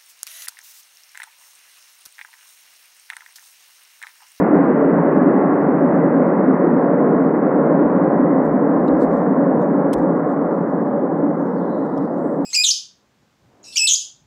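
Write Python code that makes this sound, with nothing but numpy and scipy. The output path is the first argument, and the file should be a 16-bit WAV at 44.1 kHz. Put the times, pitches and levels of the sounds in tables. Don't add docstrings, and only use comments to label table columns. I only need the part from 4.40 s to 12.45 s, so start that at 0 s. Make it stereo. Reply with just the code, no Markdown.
import sys
import numpy as np
from scipy import signal
from scipy.fft import rfft, irfft, next_fast_len
from scipy.io import wavfile
from scipy.ndimage import uniform_filter1d, minimum_filter1d, map_coordinates

SR = 44100
rng = np.random.default_rng(int(sys.argv[2]) if len(sys.argv) > 2 else 0)


def wrap_up_sound(samples):
    columns = np.atleast_2d(samples).T
    tamed = np.clip(columns, -1, 1)
    steps = np.round(tamed * 32767).astype(np.int16)
    wavfile.write(sys.argv[1], SR, steps)


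def to_linear_factor(level_db):
    exponent = np.asarray(level_db, float) / 20
    return 10 ** exponent


N = 355005
FRAME = 1024

# [f/Hz, level per Hz/dB]
JET_DIRECT = [(50, -73), (85, -41), (108, -31.5), (142, -13.5), (165, -4), (226, -4.5), (283, -0.5),
              (345, -4), (566, -7), (658, -10), (1100, -19), (1260, -23.5), (1350, -24.5), (1940, -33.5),
              (3100, -67.5), (4030, -98), (6820, -120)]
# [f/Hz, level per Hz/dB]
JET_SCATTER = [(50, -55), (85, -28), (219, -11.5), (275, -6.5), (413, -1), (480, -3.5), (575, -3.5),
               (1130, -11), (1480, -18.5), (1720, -18), (3100, -58.5), (4030, -86.5), (6820, -120)]
SCATTER_DB = -16
# [f/Hz, width/Hz, level/dB]
BODY_COLOUR = [(180, 50, 1.5), (280, 60, 4), (352, 25, -2.5), (422, 25, -2), (465, 50, 1.5),
               (650, 35, -3.5), (570, 70, 3), (1080, 100, 3), (1380, 110, 3), (1680, 110, 3),
               (1970, 120, 2.5)]
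# [t/s, level/dB]
THRUST = [(0, -13), (.5, -14), (.85, -14), (1.2, -15), (2, -15), (3, -15.5), (4, -16), (5, -17),
          (5.6, -17.5), (6.3, -19.5), (6.9, -20.5), (7.3, -22), (8.05, -22.5)]
DEEP_GAIN_DB_PER_S, MID_GAIN_DB_PER_S, AIR_LOSS_DB_PER_S = 0.35, 0.33, 0.98
TURN_S = 3.5
# [t/s, level/dB, centre f/Hz]
SURGES = [(.17, 3, 300), (.37, -6.5, 305), (.36, 5, 180), (.45, -4, 180), (.56, 6.5, 182), (.65, -4, 178.5),
          (.86, 5.5, 303), (.97, 4, 296), (2.1, 4, 302), (2.15, 2, 180), (2.26, 5.5, 300),
          (2.38, 5.5, 300.4), (.1, -7.5, 180), (3.27, 2, 180), (3.44, 4.5, 300), (6.2, 3, 280),
          (3.84, 4, 181), (4.0, 2.5, 298), (4.08, -6.5, 303), (4.05, -6, 180), (4.79, -9.5, 298),
          (5.83, -4.5, 300), (5.96, 2, 177), (6.09, -6.5, 180), (6.62, -4.5, 180), (6.85, 4.5, 298),
          (7.6, 7, 180), (7.85, 6, 300), (7.88, -8.5, 180), (6.65, 2.5, 280)]
SURGE_S, SURGE_OCTAVES = 0.042, 0.43

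# [t/s, level/dB]
GUSTS = [(.16, -46), (.4, -53), (.82, -54.5), (1.22, -53.5), (1.42, -49), (1.55, -53.5), (2.35, -50.5),
         (2.86, -46), (3.21, -47), (3.46, -47), (3.66, -53), (4.08, -46), (4.2, -53), (4.39, -45),
         (4.52, -42), (4.68, -45.5), (5.19, -51), (5.45, -54), (6.07, -54), (7.6, -55), (8.0, -55)]
GUST_RISE_DB_PER_S, GUST_FALL_DB_PER_S = 250.5, 150
BREEZE_DB, BREEZE_FALL_DB_PER_S = -56, 0.95

# [f/Hz, level per Hz/dB]
HISS_COLOUR = [(2500, 0), (4000, 0.5), (6000, -3), (9000, -6), (12000, -9), (15500, -12)]
# [t/s, length/s, level/dB, top f/Hz]
HISS_FLECKS = [(0.202, 0.3, -70.5, 4200), (0.417, .03, -72, 10000), (.93, 0.036, -73, 10000),
               (1.147, 0.033, -72.5, 9000), (1.217, .07, -70.5, 10000), (1.302, 0.11, -74.5, 6000),
               (1.398, 0.051, -73.5, 10500), (1.5, .06, -72.5, 10000), (1.57, .04, -67, 11500),
               (1.637, .03, -70.5, 11900), (1.72, 0.026, -72, 10500), (1.82, 0.1, -70.5, 11000),
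               (1.89, .05, -71, 5500), (2.078, 0.088, -72, 5000), (2.147, .03, -74, 12000),
               (2.28, 0.14, -69.5, 6000), (2.42, .18, -70.5, 5500), (2.6, .03, -70, 12000),
               (2.703, .03, -71.5, 10500), (2.76, .04, -71, 10500), (2.847, .06, -70.5, 9500),
               (3.088, .03, -69.5, 10000), (3.15, .03, -72, 6500), (3.26, .03, -71, 7000),
               (3.42, .28, -71, 5500), (3.58, .025, -71, 12000), (3.64, .03, -68.5, 10000),
               (3.69, 0.027, -70, 9500), (3.812, .03, -75.5, 9500)]
# [t/s, level/dB, top f/Hz]
HISS_BED = [(3.8, -110, 10000), (3.9, -92.5, 10500), (4.2, -77.5, 11800), (4.9, -77.5, 11800),
            (5.05, -82.5, 11800), (5.48, -88, 11800), (5.65, -79, 11540), (6.2, -77.5, 12550),
            (6.35, -75.5, 14960), (6.85, -77.5, 15820), (7.4, -73, 15630), (8.05, -73.5, 15650)]
OPEN_SHARE, BED_SHARE_PER_S = 0.6, 0.25
HISS_FLOOR_DB, PATCH_DB, FLICKER_DB = -110, 3.0, 2.5

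# [t/s, peak level/dB, length/s, left-right/dB]
RUSTLES = [(1.556, -71.5, 0.03, 0), (2.154, -77, .03, -1), (3.644, -75, .025, 2), (4.059, -67, 0.036, 4),
           (4.132, -75.5, .065, -1), (4.2, -77, .025, 1.5), (4.26, -77, .025, 0.5), (4.344, -77, .03, 1.5),
           (4.384, -77.5, .043, 2), (4.5, -75.5, 0.046, 4), (4.625, -57, .05, 4), (4.728, -67, 0.048, 2),
           (4.775, -67.5, .054, 3.5), (4.839, -74.5, .035, 1), (4.882, -78.5, 0.046, 1.5),
           (5.223, -69, 0.05, -4.5), (5.264, -77, .03, 1), (5.364, -75, .05, .5), (5.545, -63, 0.011, -.5),
           (5.586, -62.5, .031, -4), (5.926, -69, .02, .5), (6.147, -72.5, 0.018, 2),
           (6.303, -74, .015, -5), (7.58, -55, 0.0031, 2)]
RUSTLE_HZ, RUSTLE_OCTAVES = 5300, 1.6
# [t/s, peak level/dB, length/s, f/Hz]
CREAKS = [(4.481, -61, .008, 5000), (4.48, -56.5, .008, 2700), (4.484, -48, .007, 3760),
          (4.48, -74.5, .04, 7500), (5.225, -69, .04, 3580), (5.227, -71, .06, 6800),
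          (6.304, -71, .012, 5000), (3.64, -73, .02, 4400), (4.4, -78, .05, 3500), (4.58, -73.5, .05, 4800),
          (4.78, -71, 0.11, 3500), (4.98, -83, .1, 4200), (5.536, -39, 0.0082, 3440),
          (5.629, -67, .015, 3600), (5.625, -66, 0.018, 7700), (7.579, -55, .006, 5470),
          (7.58, -60, .006, 3200), (5.67, -80, 0.075, 8000), (5.9, -69, .035, 3510),
          (5.905, -72, .04, 7460), (6.17, -82, .08, 7900), (6.38, -78, 0.074, 3280),
          (6.522, -75.5, .06, 3200), (6.61, -75, 0.084, 3300), (6.77, -76, 0.043, 3300),
          (6.802, -83, .14, 7600)]
CREAK_OCTAVES, CREAK_LEFT_DB = 0.22, 2.5
# [t/s, level/dB, f/Hz]
THUMPS = [
    (4.08, -48, 50),
    (4.38, -47.5, 60),
    (4.5, -45.5, 45),
    (4.76, -52, 48.3),
    (5.55, -34.5, 58),
]
# [t/s, level/dB]
SNAP = [
    (5.5315, -38),
    (5.5405, -40),
    (5.5435, -58),
]
SNAP_LOW_HZ, SNAP_HIGH_HZ, SNAP_DB = 1400, 10800, 3.5

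# [t/s, length/s, from f/Hz, to f/Hz, level/dB]
RUB_SLIPS = [(6.888, .09, 5870, 6100, -81.5), (6.974, .11, 6400, 6360, -74.5), (7.06, .16, 5500, 5300, -77),
             (7.159, .03, 4600, 4500, -70), (7.175, .035, 4500, 3900, -65.5), (7.2, .08, 3550, 3600, -68),
             (7.27, 0.19, 3950, 3950, -65), (7.401, .3, 3750, 3900, -72), (7.45, .13, 4700, 4500, -76),
             (7.2, .1, 4300, 4200, -77), (7.58, .2, 4920, 4900, -75), (7.59, .1, 4300, 4300, -76),
             (7.71, .08, 6000, 6500, -79), (7.787, 0.21, 7800, 7660, -72), (7.82, .2, 8600, 9000, -78)]
RUB_ATTACK_SHARE = 0.3


def rms_one(x):
    return x / np.sqrt(np.mean(x ** 2) + 1e-20)


def at_hz(points, hz):
    table_hz, table_db = np.transpose(points)
    return np.interp(np.log(hz + 1), np.log(table_hz), table_db)


def coloured(db_of_hz, channels=1):
    size = next_fast_len(N)
    hz = np.arange(size // 2 + 1) * SR / size
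    gain = to_linear_factor(db_of_hz(hz))
    white = rng.standard_normal((channels, size))
    return irfft(rfft(white) * gain, size)[:, :N] / np.sqrt(np.mean(gain ** 2))


def shaped(x, db_of_hz_s):
    hz, s, z = signal.stft(x, SR, nperseg=FRAME, boundary="odd")
    gain = to_linear_factor(db_of_hz_s(hz[:, None], s[None]))
    return signal.istft(z * gain, SR, nperseg=FRAME)[1][..., :N]


def panned(x, left_db):
    return x * to_linear_factor([[left_db / 2], [-left_db / 2]])


def widened(common, own, apart_db):
    return common + to_linear_factor(apart_db) * own * [[1], [-1]]


def jet(patchy_db, lean_db):
    bass_cut_hz = JET_DIRECT[0][0]

    def direct_db(hz):
        edges = -80 * (hz < bass_cut_hz) - 0.017 * np.maximum(hz - 3100, 0)
        body = sum(db / (1 + (2 * (hz - f) / width) ** 2) for f, width, db in BODY_COLOUR)
        return at_hz(JET_DIRECT, hz) + edges + body

    def scatter_db(hz):
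        edges = -80 * (hz < bass_cut_hz) - 0.03 * np.maximum(hz - 3100, 0)
        return at_hz(JET_SCATTER, hz) + edges

    def path_db(hz, s):
        deep_share = np.clip((240 - hz) / 60, 0, 1)
        mid_share = np.clip((hz - 380) / 160, 0, 1)
        treble_share = np.clip((hz - 900) / 900, 0, 2.2)
        turn = deep_share * DEEP_GAIN_DB_PER_S + mid_share * MID_GAIN_DB_PER_S
        turn = turn - treble_share * AIR_LOSS_DB_PER_S
        db = np.interp(s, *np.transpose(THRUST)) + turn * (s - TURN_S)
        for at, surge_db, centre_hz in SURGES:
            moment = np.exp(-((s - at) / SURGE_S) ** 2)
            band = np.exp(-(np.log2((hz + 1) / centre_hz) / SURGE_OCTAVES) ** 2)
            db = db + surge_db * moment * band
        cells = rng.standard_normal((48, 40))
        grid = np.broadcast_arrays(np.clip(hz / 80, 0, 47), s * 4.8)
        return db + patchy_db * map_coordinates(cells, grid, order=1)

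    direct = coloured(direct_db)[0]
    side = coloured(scatter_db)[0]
    return to_linear_factor(1.5) * shaped(widened(panned(direct, lean_db), side, SCATTER_DB), path_db)


def wind(centre_hz, apart_db):
    common, own = coloured(lambda hz: -16 * np.log2((hz + 1) / centre_hz) ** 2, channels=2)
    t = np.arange(0, N / SR + 0.01, 0.005)
    puffs = []
    for s, db in GUSTS:
        drop_db = np.where(t < s, GUST_RISE_DB_PER_S * (s - t), GUST_FALL_DB_PER_S * (t - s))
        puffs.append(to_linear_factor(db - drop_db))
    breeze = to_linear_factor(BREEZE_DB - BREEZE_FALL_DB_PER_S * t)
    strength = np.hypot(breeze, np.max(puffs, axis=0))
    return np.interp(np.arange(N) / SR, t, strength) * widened(common, own, apart_db)


def hiss(apart_db, ragged_hz):
    common, own = coloured(lambda hz: at_hz(HISS_COLOUR, hz) - 40 * (hz < 2500), channels=2)
    times, level, tops = np.transpose(HISS_BED)

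    def patches_db(hz, s):
        cell = (hz / 400).astype(int), (s * SR / FRAME).astype(int)
        luck = rng.random((56, 400))[cell]
        lumps = rng.standard_normal((56, 400))[cell]
        unfilled = luck > OPEN_SHARE + BED_SHARE_PER_S * (s - times[0])
        above_top = luck < (hz - np.interp(s, times, tops)) / ragged_hz
        flicker = FLICKER_DB * lumps[:1]
        db = np.interp(s, times, level) - 20 * unfilled - 30 * above_top + flicker
        for at, length, open_db, top_hz in HISS_FLECKS:
            shut = luck > OPEN_SHARE - np.maximum(hz - top_hz, 0) / ragged_hz
            db = np.maximum(db, open_db - 30 * shut - 25 * (2 * (s - at) / length) ** 4)
        return np.maximum(db + PATCH_DB * lumps, HISS_FLOOR_DB)

    return shaped(widened(common, own, apart_db), patches_db)


def rustles_and_creaks(patchy_db):
    out = np.zeros((2, N))
    t = np.arange(-4096, 4096) / SR
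    puffs = [(s, db, length, RUSTLE_HZ, RUSTLE_OCTAVES, left_db) for s, db, length, left_db in RUSTLES]
    puffs += [(s, db, length, hz, CREAK_OCTAVES, CREAK_LEFT_DB) for s, db, length, hz in CREAKS]
    for s, db, length, hz, octaves, left_db in puffs:
        half_band = 2 ** (octaves / 2)
        edges = [hz / half_band, min(hz * half_band, 0.44 * SR)]
        band = signal.butter(3, edges, "band", fs=SR, output="sos")
        noise = rms_one(signal.sosfilt(band, rng.standard_normal(len(t))))
        swell = np.exp(-(2 * t / length) ** 2)
        start = round(s * SR) - len(t) // 2
        out[:, start:start + len(t)] += panned(to_linear_factor(db) * noise * swell, left_db)
    lumps = rng.standard_normal((40, 400))
    return shaped(out, lambda hz, s: patchy_db * lumps[(hz / 600).astype(int), (s * 30).astype(int)])


def thumps():
    out = np.zeros((2, N))
    t = np.arange(8192) / SR
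    swell = t / 0.02 * np.exp(1 - t / 0.02)
    for s, db, hz in THUMPS:
        out[:, round(s * SR):][:, :len(t)] += to_linear_factor(db) * swell * np.sin(2 * np.pi * hz * t)
    return out


def snap():
    times, db = np.transpose(SNAP)
    band = signal.butter(3, [SNAP_LOW_HZ, SNAP_HIGH_HZ], "band", fs=SR, output="sos")
    common, own = rms_one(signal.sosfilt(band, rng.standard_normal((2, N))))
    level_db = SNAP_DB + np.interp(np.arange(N) / SR, times, db, -200, -200)
    return panned(to_linear_factor(level_db) * widened(common, own, apart_db=-14), -1.5)


def rub(width_hz):
    out = np.zeros(N + SR)
    low = signal.butter(2, width_hz / 2, fs=SR, output="sos")
    for s, length, from_hz, to_hz, db in RUB_SLIPS:
        draws = rng.standard_normal((3, SR // 2))
        u = np.arange(draws.shape[1]) / SR / length
        wander = np.repeat(draws[2, ::900], 900)[:len(u)]
        hz = (from_hz + (to_hz - from_hz) * u) * (1 + 0.02 * wander)
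        turn = 2 * np.pi * np.cumsum(hz) / SR
        a, b = rms_one(signal.sosfilt(low, draws[:2]))
        swell = np.sqrt(np.interp(u, [0, RUB_ATTACK_SHARE, 1], [0, 1, 0]))
        out[round(s * SR):][:len(u)] += to_linear_factor(db) * swell * (a * np.cos(turn) + b * np.sin(turn))
    return out[:N]


def limited(x, top, size=441):
    peak = np.abs(x).max(axis=0)
    room = minimum_filter1d(np.minimum(1, top / (peak + 1e-9)), size=size)
    gain = uniform_filter1d(uniform_filter1d(room, size=size // 2), size=size // 2)
    return x * gain


def scene():
    distant = jet(patchy_db=1.44, lean_db=0.34)
    air = wind(centre_hz=52, apart_db=-20.0) + hiss(apart_db=-3, ragged_hz=1500)
    hands = rustles_and_creaks(patchy_db=2.0) + thumps() + snap()
    return distant + air + hands + rub(width_hz=340)


def roll_off(x):
    return signal.sosfilt(signal.butter(12, 15750, fs=SR, output="sos"), x)


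def record(dry):
    held = limited(dry, top=0.86)
    return roll_off(held)


dry = scene()
out = record(dry)
wrap_up_sound(out)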